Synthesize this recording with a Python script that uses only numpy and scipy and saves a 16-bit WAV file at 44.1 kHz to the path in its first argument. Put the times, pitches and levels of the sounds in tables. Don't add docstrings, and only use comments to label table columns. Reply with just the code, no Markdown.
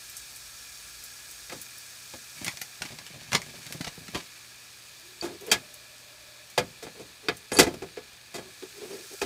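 import sys
import numpy as np
from scipy import signal
from scipy.fft import rfft, irfft
from scipy.io import wavfile

SR = 44100
rng = np.random.default_rng(int(sys.argv[2]) if len(sys.argv) > 2 else 0)


def unload_audio(sound):
    columns = np.transpose(np.atleast_2d(sound))
    steps = np.round(np.clip(columns, -1, 1) * 32767)
    wavfile.write(sys.argv[1], SR, steps.astype(np.int16))


N = 407925

# start_s, clack_db, hardness_db_per_octave, hollow_db, tick_db, contact_s
KNOCK_CUES = [(1.496, -42.5, -2, -66, -49, 0.004), (1.519, -39.5, -5, -51, -46, 0.011),
              (2.137, -45.5, -6, -60, -51, 0.0023), (5.219, -34, -5.5, -31, -40.5, 0.038),
              (5.5142, -18, 1.5, -32.5, -20.5, 0.0097), (6.577, -21.5, -2.4, -23.5, -31, 0.0074),
              (6.824, -42, -4.5, -43, -45.5, 0.015), (6.866, -44.5, -5, -48, -63, 0.0061),
              (6.993, -50, -9, -48, -53, 0.02), (7.2846, -24, -1, -29, -40.5, 0.0035),
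              (7.517, -31, -5.5, -37, -38.5, 0.0061), (7.541, -29.5, -6, -23, -34, 0.088),
              (7.5868, -17.5, -4.4, -19, -19, .0068), (7.595, -16.5, -0.8, -24, -18.5, 0.0091),
              (7.627, -34, 1, -38, -33.5, 0.0052), (7.666, -31, -5.5, -28, -45.5, 0.0097),
              (7.739, -43, -7, -44, -50, 0.003), (7.82, -40.5, -6.5, -34, -52, 0.0067),
              (7.969, -42, -3, -37, -56, 0.0063), (8.34, -37.5, -4, -38, -40.5, 0.024),
              (8.382, -42, -6, -43, -53, 0.0093), (8.623, -48.5, -3, -38, -52, 0.011),
              (9.215, -29.5, -3.5, -30.5, -36.5, 0.009)]
# pitch_hz, level_db, base_t60_s
BODY_MODES = [(493, 0, 0.18), (703, -2.5, 0.14), (864, 1, 0.096), (1678, 1.5, 0.086), (2010, 3.5, 0.095),
              (2170, -10, 0.12), (2400, -1, 0.1), (2545, 11.5, 0.023), (3156, 1, 0.056), (3300, -10, 0.043),
              (3700, 3.5, 0.06), (4690, 10.5, 0.056)]
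# air_pitch_ratio, level_db, base_t60_s
HOLLOW_MODES = [(0.802, -3, 0.089), (0.998, 4, 0.13), (1.15, -2, .13)]
# time_s, pitch_hz
AIR_PITCH = [(5.3, 347.6), (5.5, 433.4), (6.58, 499), (6.85, 441), (7.54, 423), (7.6, 367), (7.67, 343),
             (7.97, 430), (8.34, 363), (8.7, 379), (8.95, 403.7), (9.12, 371), (9.22, 405)]
# freq_hz, base_t60_s
CHATTER_DECAY = [(100, 0.48), (260, 0.27), (700, 0.19), (1800, 0.17), (5000, 0.11), (13000, 0.088)]
# freq_hz, gain_db
THUD_EQ = [(25, -29), (60, -11.5), (120, -5.5), (260, -2.5), (400, -4)]
KNOCK_TICK_EQ = [(3500, -8.5), (5200, -1.5), (7500, -1.5), (10000, -7.5), (15000, -15)]
PLATE_EQ = [(400, -12.5), (560, 0.5), (900, -2), (1250, 4), (1800, 0.5), (4600, -0.5), (6200, -13)]
# start_s, level_db
CLINK_CUES = [(5.212, -29), (5.503, -40), (7.569, -24), (7.576, -27.5)]
# pitch_hz, level_db, t60_s
CLINK_RING = [(4590, 6, 0.029), (4870, -17, 0.01), (7050, -5, .02)]
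# start_s, length_s, level_db
RUB_CUES = [(5.249, 0.14, -47), (5.4, 0.073, -46.5), (5.453, .08, -39), (6.939, 0.061, -50),
            (6.987, 0.044, -49), (7.223, 0.063, -49), (8.396, 0.13, -54.5), (8.701, 0.4, -49),
            (8.803, 0.072, -43), (8.888, 0.093, -43.5), (9.101, 0.063, -46.5)]
# freq_hz, gain_db
GRIT_EQ = [(150, 1.5), (600, 5.5), (1200, -6.5), (2400, -3.5), (12000, -21.5)]
# start_s, length_s, level_db
SQUEAL_CUES = [(7.522, .042, -34), (7.564, .02, -34)]
# pitch_hz, level_db
SQUEAL_TONES = [(6720, -9), (8130, -9), (9420, -11), (10950, -8)]

# start_s, snap_db, length_s
BUCKLE_CUES = [(2.4455, -41, 0.0013), (2.462, -37, 0.0064), (2.478, -32, 0.0039), (2.572, -44.5, 0.0012),
               (2.615, -38, 0.0023), (2.819, -34, 0.0034), (2.849, -43.5, 0.0069), (2.985, -44, 0.0037),
               (3.065, -47, 0.0014), (3.317, -35.5, 0.007), (3.327, -30.5, 0.019), (3.3308, -30, 0.0016),
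               (3.3482, -22.5, 0.0042), (3.417, -42.5, 0.0011), (3.6661, -46, 0.00076),
               (3.7244, -41.5, 0.00056), (3.809, -39, 0.0039), (3.843, -39.5, 0.0044), (3.866, -41, .007),
               (3.877, -41, 0.0023), (4.081, -46.5, 0.0028), (4.145, -33, 0.011)]
# freq_hz, gain_db
SNAP_EQ = [(400, -18), (800, -7), (1400, -6), (2200, 2.5), (3200, -3), (4700, -1), (7000, -30)]
FIZZ_EQ = [(3500, -27.5), (5200, 3.5), (7500, -0.5), (10000, -5), (15000, -16)]
PUFF_EQ = [(30, -20), (90, -7.5), (170, 2.5), (300, -4), (480, -4.5), (850, -1), (1300, -4.5)]
# crest_s, level_db, half_width_s
HAND_MOVES = [(2.46, -39, 0.062), (2.87, -48.5, 0.11), (3.15, -57, 0.12), (3.62, -51, 0.43),
              (4.17, -43, 0.039), (4.32, -56.5, 0.13)]
# start_s, level_db
FLOP_CUES = [(2.412, -42), (2.467, -50), (2.849, -48), (3.101, -51), (3.351, -33.5), (3.484, -51),
             (3.703, -48), (3.746, -40.5), (3.802, -35), (3.869, -39.5), (3.975, -44.5), (4.009, -49.5),
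             (4.082, -46), (4.149, -36)]
# start_s, peak_db
FINE_TICK_CUES = [(0.0972, -29), (0.168, -20.5), (0.3616, -30.5), (1.039, -27.5), (1.3109, -29),
                  (1.6157, -25.5), (1.7818, -33), (2.4458, -20), (2.615, -21), (3.7238, -27), (5.4106, -32),
                  (5.4655, -30), (5.7404, -32), (6.5006, -37), (7.3693, -31)]
# freq_hz, gain_db
FINE_TICK_EQ = [(6000, -4), (8500, -5), (15000, -7)]

# time_s, level_db
HISS_RIDE = [(0.0, -47.5), (2.55, -48.5), (3.19, -53.5), (3.68, -50), (3.89, -52), (8.27, -56.5),
             (9.25, -46.5)]
# freq_hz, gain_db
HISS_BODY_EQ = [(500, -24), (950, -15), (1350, -4), (2000, -3), (2500, -0.5), (2900, -4), (3600, -0.5),
                (4700, -1), (6500, -30)]
HISS_TOP_EQ = [(3000, -15), (5300, 2), (6800, 0.5), (8500, 0.5), (11000, -4.5), (15000, -7)]
# centre_hz, width_hz, gain_db
HISS_RESONANCES = [(1685, 100, 6), (2410, 240, 5.5), (3680, 190, 2), (4660, 400, 2), (6500, 300, 3.5)]
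# pitch_hz, width_hz, level_db
WHISTLE_BANDS = [(715, 70, -18.5), (1358, 170, -2), (1650, 100, -0.5), (2390, 240, -11), (3830, 410, -4),
                 (4650, 330, 1), (5590, 150, 2), (6570, 600, -12), (8070, 610, -1)]
# freq_hz, gain_db
ROOM_EQ = [(30, -21), (70, -3.5), (125, -11), (170, -10), (350, -11), (600, -10.5), (1200, -12)]
# start_s, end_s, pitch_hz, width_hz, level_db
DRONE_CUES = [(0, 1.6, 54, 12, -67), (5.5, 6.55, 605, 50, -65), (5, 5.25, 355, 60, -64)]
# freq_hz, t60_s
ROOM_DECAY = [(100, 0.94), (400, 0.77), (1500, 0.16), (4000, 0.19), (12000, 0.59)]

CONTACT_S, RING_SCALE, RING_GROWTH = 0.0096, 0.83, 0.29
THUD_DB, THUD_PER_HARDNESS = -13.5, -2
FADE_SHARE = 0.65
FOLD_S = 0.0043
PUFF_DB, PUFF_DB_PER_DOUBLING = -6, 3
FIZZ_DB, FIZZ_DB_PER_DOUBLING = -5.5, -1.5
FLOP_RISE_S, FLOP_CUTOFF_HZ = 0.0057, 348
HISS_USUAL_DB = -51
BODY_DB, BODY_FOLLOWS = -52, 0.21
WHISTLE_DB, WHISTLE_FOLLOWS = -59, 1.2
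LOWPASS_HZ = 15600


def knocks():
    out, t = np.zeros(N), np.arange(SR // 2) / SR
    mode_peaks = [(hz, 65, 8.5) for hz, _, _ in BODY_MODES]
    sheet_eq = lambda hz: band(PLATE_EQ)(hz) + bells(hz, mode_peaks)
    for start, clack_db, hardness, hollow_db, tick_db, contact in KNOCK_CUES:
        stretch = RING_SCALE * (contact / CONTACT_S) ** RING_GROWTH
        attack = np.minimum(t / (0.17 * contact), 1)
        swell = np.minimum(t / (0.64 * contact), 1)
        decay = [(hz, t60 * stretch) for hz, t60 in CHATTER_DECAY]
        chatter = attack * dying_noise(t, decay, hold_s=contact)
        modes = [(hz, db + 3 * rng.normal(), t60 * stretch) for hz, db, t60 in BODY_MODES]
        body = attack * ring(t, modes, hold_s=contact / 2)
        air_modes = [(ratio * air_pitch(start), db, t60 * stretch) for ratio, db, t60 in HOLLOW_MODES]
        hollow = swell * ring(t, air_modes, hold_s=contact)
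        clack = unit(eq(chatter, sheet_eq)) + amp(-2.5) * unit(body)
        clack = eq(clack, lambda hz: hardness * np.log2(np.clip(hz, 500, 5000) / 1500))
        thud = burst(eq(chatter, band(THUD_EQ)), clack_db + THUD_DB + THUD_PER_HARDNESS * hardness)
        tick = burst(eq(chatter, band(KNOCK_TICK_EQ)), tick_db)
        add(out, start, burst(clack, clack_db) + burst(hollow, hollow_db) + thud + tick)
    return out


def glaze_clinks():
    out, t = np.zeros(N), np.arange(SR // 2) / SR
    attack = np.minimum(t / 0.00043, 1)
    for start, db in CLINK_CUES:
        add(out, start, amp(db) * attack * ring(t, CLINK_RING))
    return out


def rim_rubs():
    out = np.zeros(N)
    for start, length, db in RUB_CUES:
        t = np.arange(start, start + length, 1 / SR)
        hum = signal.hilbert(narrow_noise(air_pitch(t), width_hz=81, size=len(t)))
        hum = unit(hum.real / (abs(hum) + 2.9))
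        grit = unit(eq(rng.standard_normal(len(t)), band(GRIT_EQ)))
        add(out, start, amp(db) * (hum + amp(-5) * grit) * signal.windows.tukey(len(t), FADE_SHARE))
    return out


def air_pitch(time_s):
    return np.interp(time_s, *np.transpose(AIR_PITCH))


def glaze_squeals():
    out = np.zeros(N)
    for start, length, db in SQUEAL_CUES:
        size = round(length * SR)
        tones = sum(amp(level) * narrow_noise(hz, width_hz=260, size=size) for hz, level in SQUEAL_TONES)
        add(out, start, amp(db) * unit(tones) * signal.windows.tukey(size, FADE_SHARE))
    return out


def bag_buckles():
    out, t = np.zeros(N), np.arange(SR // 5) / SR
    for start, db, length in BUCKLE_CUES:
        cluster = crackle(t, length)
        doublings = np.log2(length / FOLD_S)
        crack = early_echoes(cluster, wet_db=-2, t60=0.096)
        push = early_echoes(cluster, wet_db=-3.5, t60=0.14)
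        fold_hz = 2000 * 2 ** rng.normal()
        fold_eq = lambda hz: band(SNAP_EQ)(hz) + bells(hz, [(fold_hz, fold_hz / 2, 5)])
        snap = burst(eq(crack, fold_eq), db)
        fizz = burst(eq(crack, band(FIZZ_EQ)), db + FIZZ_DB + FIZZ_DB_PER_DOUBLING * doublings)
        puff = burst(eq(push, band(PUFF_EQ)), db + PUFF_DB + PUFF_DB_PER_DOUBLING * doublings)
        add(out, start, snap + fizz + puff)
    return out


def bag_flops():
    out, t = np.zeros(N), np.arange(SR // 5) / SR
    for start, db in FLOP_CUES:
        push = rng.standard_normal(len(t)) * t * np.exp(-(t / FLOP_RISE_S) ** 2 / 2)
        bump = eq(early_echoes(push, wet_db=-11, t60=0.18), slack_eq)
        add(out, start, burst(bump, db))
    return out


def bag_crinkle(ticks_per_s=300, pops_per_s=22):
    t = np.arange(N) / SR
    swell = sum(amp(db) * np.exp(-((t - crest) / width) ** 2) for crest, db, width in HAND_MOVES)
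    ticks = (rng.random(N) < ticks_per_s / SR) * rng.choice([-1, 1], N)
    ticks = early_echoes(ticks * uneven_gains(N, spread_db=6.3, cap=2.5), wet_db=2, t60=0.064)
    pops = (rng.random(N) < pops_per_s / SR) * rng.uniform(0.3, 1, N)
    pops = early_echoes(pops, wet_db=3.5, t60=0.16)
    snap = amp(-1) * unit(eq(ticks, band(SNAP_EQ)))
    fizz = amp(-7) * unit(eq(ticks, band(FIZZ_EQ)))
    flutter = amp(-2) * unit(eq(pops, slack_eq))
    return swell * (snap + fizz + flutter)


def slack_eq(hz):
    return band(PUFF_EQ)(hz) - 10 * np.log10(1 + (hz / FLOP_CUTOFF_HZ) ** 4)


def fine_ticks():
    out, t = np.zeros(N), np.arange(SR // 10) / SR
    for start, peak_db in FINE_TICK_CUES:
        crack = early_echoes(crackle(t, length_s=0.00088), wet_db=2, t60=0.09)
        tick = eq(crack, band(FINE_TICK_EQ))
        add(out, start, amp(peak_db) * tick / abs(tick).max())
    return out


def crackle(t, length_s):
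    snaps = rng.standard_normal(len(t)) * uneven_gains(len(t), spread_db=8.9, cap=4)
    attack = np.minimum(t / (0.5 * length_s), 1)
    return snaps * attack * np.exp(-(t / (1.4 * length_s)) ** 2)


def hiss():
    top_db = np.interp(np.arange(N) / SR, *np.transpose(HISS_RIDE))
    swing_db = top_db - HISS_USUAL_DB
    body_db = BODY_DB + BODY_FOLLOWS * swing_db
    whistle = unit(sum(amp(db) * narrow_noise(hz, width, N) for hz, width, db in WHISTLE_BANDS))
    out = amp(WHISTLE_DB + WHISTLE_FOLLOWS * swing_db) * whistle
    for shape, level_db in ((HISS_BODY_EQ, body_db), (HISS_TOP_EQ, top_db)):
        grain = rng.standard_normal(N) * uneven_gains(N, spread_db=2.9, cap=6)
        grain = early_echoes(grain, wet_db=-9, t60=0.06)
        out += amp(level_db) * unit(eq(grain, lambda hz: band(shape)(hz) + bells(hz, HISS_RESONANCES)))
    return out


def room_tone():
    t = np.arange(N) / SR
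    out = amp(-62.5) * unit(eq(rng.standard_normal(N), band(ROOM_EQ)))
    out += amp(-66) * np.sin(2 * np.pi * 120 * t)
    for start, end, hz, width, db in DRONE_CUES:
        fade = np.clip(np.minimum(t - start, end - t) / 0.024, 0, 1)
        out += amp(db) * fade * narrow_noise(hz, width, N)
    return out


def early_echoes(x, wet_db, t60):
    t = np.arange(SR // 10) / SR
    echoes = rng.standard_normal(len(t)) * amp(-60 * t / t60) * (t > 0.001)
    return x + amp(wet_db) * signal.oaconvolve(x, echoes / np.linalg.norm(echoes))[:len(x)]


def reverb(x):
    t = np.arange(SR) / SR
    tail = dying_noise(t, ROOM_DECAY) * np.minimum(t / 0.0067, 1)
    return signal.oaconvolve(x, tail / np.linalg.norm(tail))[:N]


def ring(t, modes, hold_s=0):
    decay_s = np.maximum(t - hold_s, 0)
    return sum(amp(db - 60 * decay_s / t60) * np.sin(2 * np.pi * (hz * t + rng.random()))
               for hz, db, t60 in modes)


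def dying_noise(t, t60_curve, hold_s=0):
    centres = np.geomspace(80, 14000, 8)
    hz = np.fft.rfftfreq(len(t), 1 / SR)
    spectrum = rfft(rng.standard_normal(len(t)))
    decay_s = np.maximum(t - hold_s, 0)
    out = np.zeros(len(t))
    for centre, share in zip(centres, np.eye(len(centres))):
        noise = irfft(spectrum * curve_at(np.c_[centres, share], hz), len(t))
        out += noise * amp(-60 * decay_s / curve_at(t60_curve, centre))
    return out


def narrow_noise(hz, width_hz, size):
    pole = np.exp(-np.pi * width_hz / SR)
    noise = rng.standard_normal(size) + 1j * rng.standard_normal(size)
    wander = signal.lfilter([1], [1, -2 * pole, pole * pole], noise)
    carrier = np.exp(2j * np.pi * np.cumsum(hz * np.ones(size)) / SR)
    return unit((wander * carrier).real)


def uneven_gains(size, spread_db, cap):
    return amp(spread_db * np.minimum(rng.exponential(1, size), cap))


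def eq(x, curve_db):
    size = 4096
    hz = abs(np.fft.fftfreq(size, 1 / SR))
    log_gain = np.log(amp(np.maximum(curve_db(hz), -90)))
    taps = np.fft.ifft(np.exp(np.conj(signal.hilbert(log_gain)))).real
    return signal.oaconvolve(x, taps[:size // 2])[:len(x)]


def band(points):
    low, high = points[0][0], points[-1][0]
    return lambda hz: curve_at(points, hz) - 30 * abs(np.log2((hz + 1) / (np.clip(hz, low, high) + 1)))


def bells(hz, peaks):
    return sum(db / (1 + (2 * (hz - centre) / width) ** 2) for centre, width, db in peaks)


def curve_at(points, hz):
    freqs, values = np.transpose(points)
    return np.interp(np.log(hz + 1), np.log(freqs + 1), values)


def amp(db):
    return 10 ** (np.asarray(db) / 20)


def unit(x):
    return x / np.sqrt(np.mean(x ** 2) + 1e-20)


def burst(x, db):
    return amp(db) * x / np.sqrt(np.sum(x ** 2) / (0.02 * SR) + 1e-20)


def add(mix, start_s, sound):
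    part = mix[max(round(start_s * SR), 0):][:len(sound)]
    part += sound[:len(part)]


def scene():
    foley = bag_buckles() + bag_flops() + fine_ticks() + bag_crinkle()
    foley += knocks() + glaze_clinks() + rim_rubs() + glaze_squeals()
    mono = foley + amp(-25.5) * reverb(foley) + hiss() + room_tone()
    return np.array([mono, mono])


def record(dry):
    lowpass = signal.firwin(511, LOWPASS_HZ, window=("kaiser", 9), fs=SR)
    return signal.oaconvolve(np.clip(dry, -1, 1), lowpass[None], "same", axes=1)


dry = scene()
out = record(dry)
unload_audio(out)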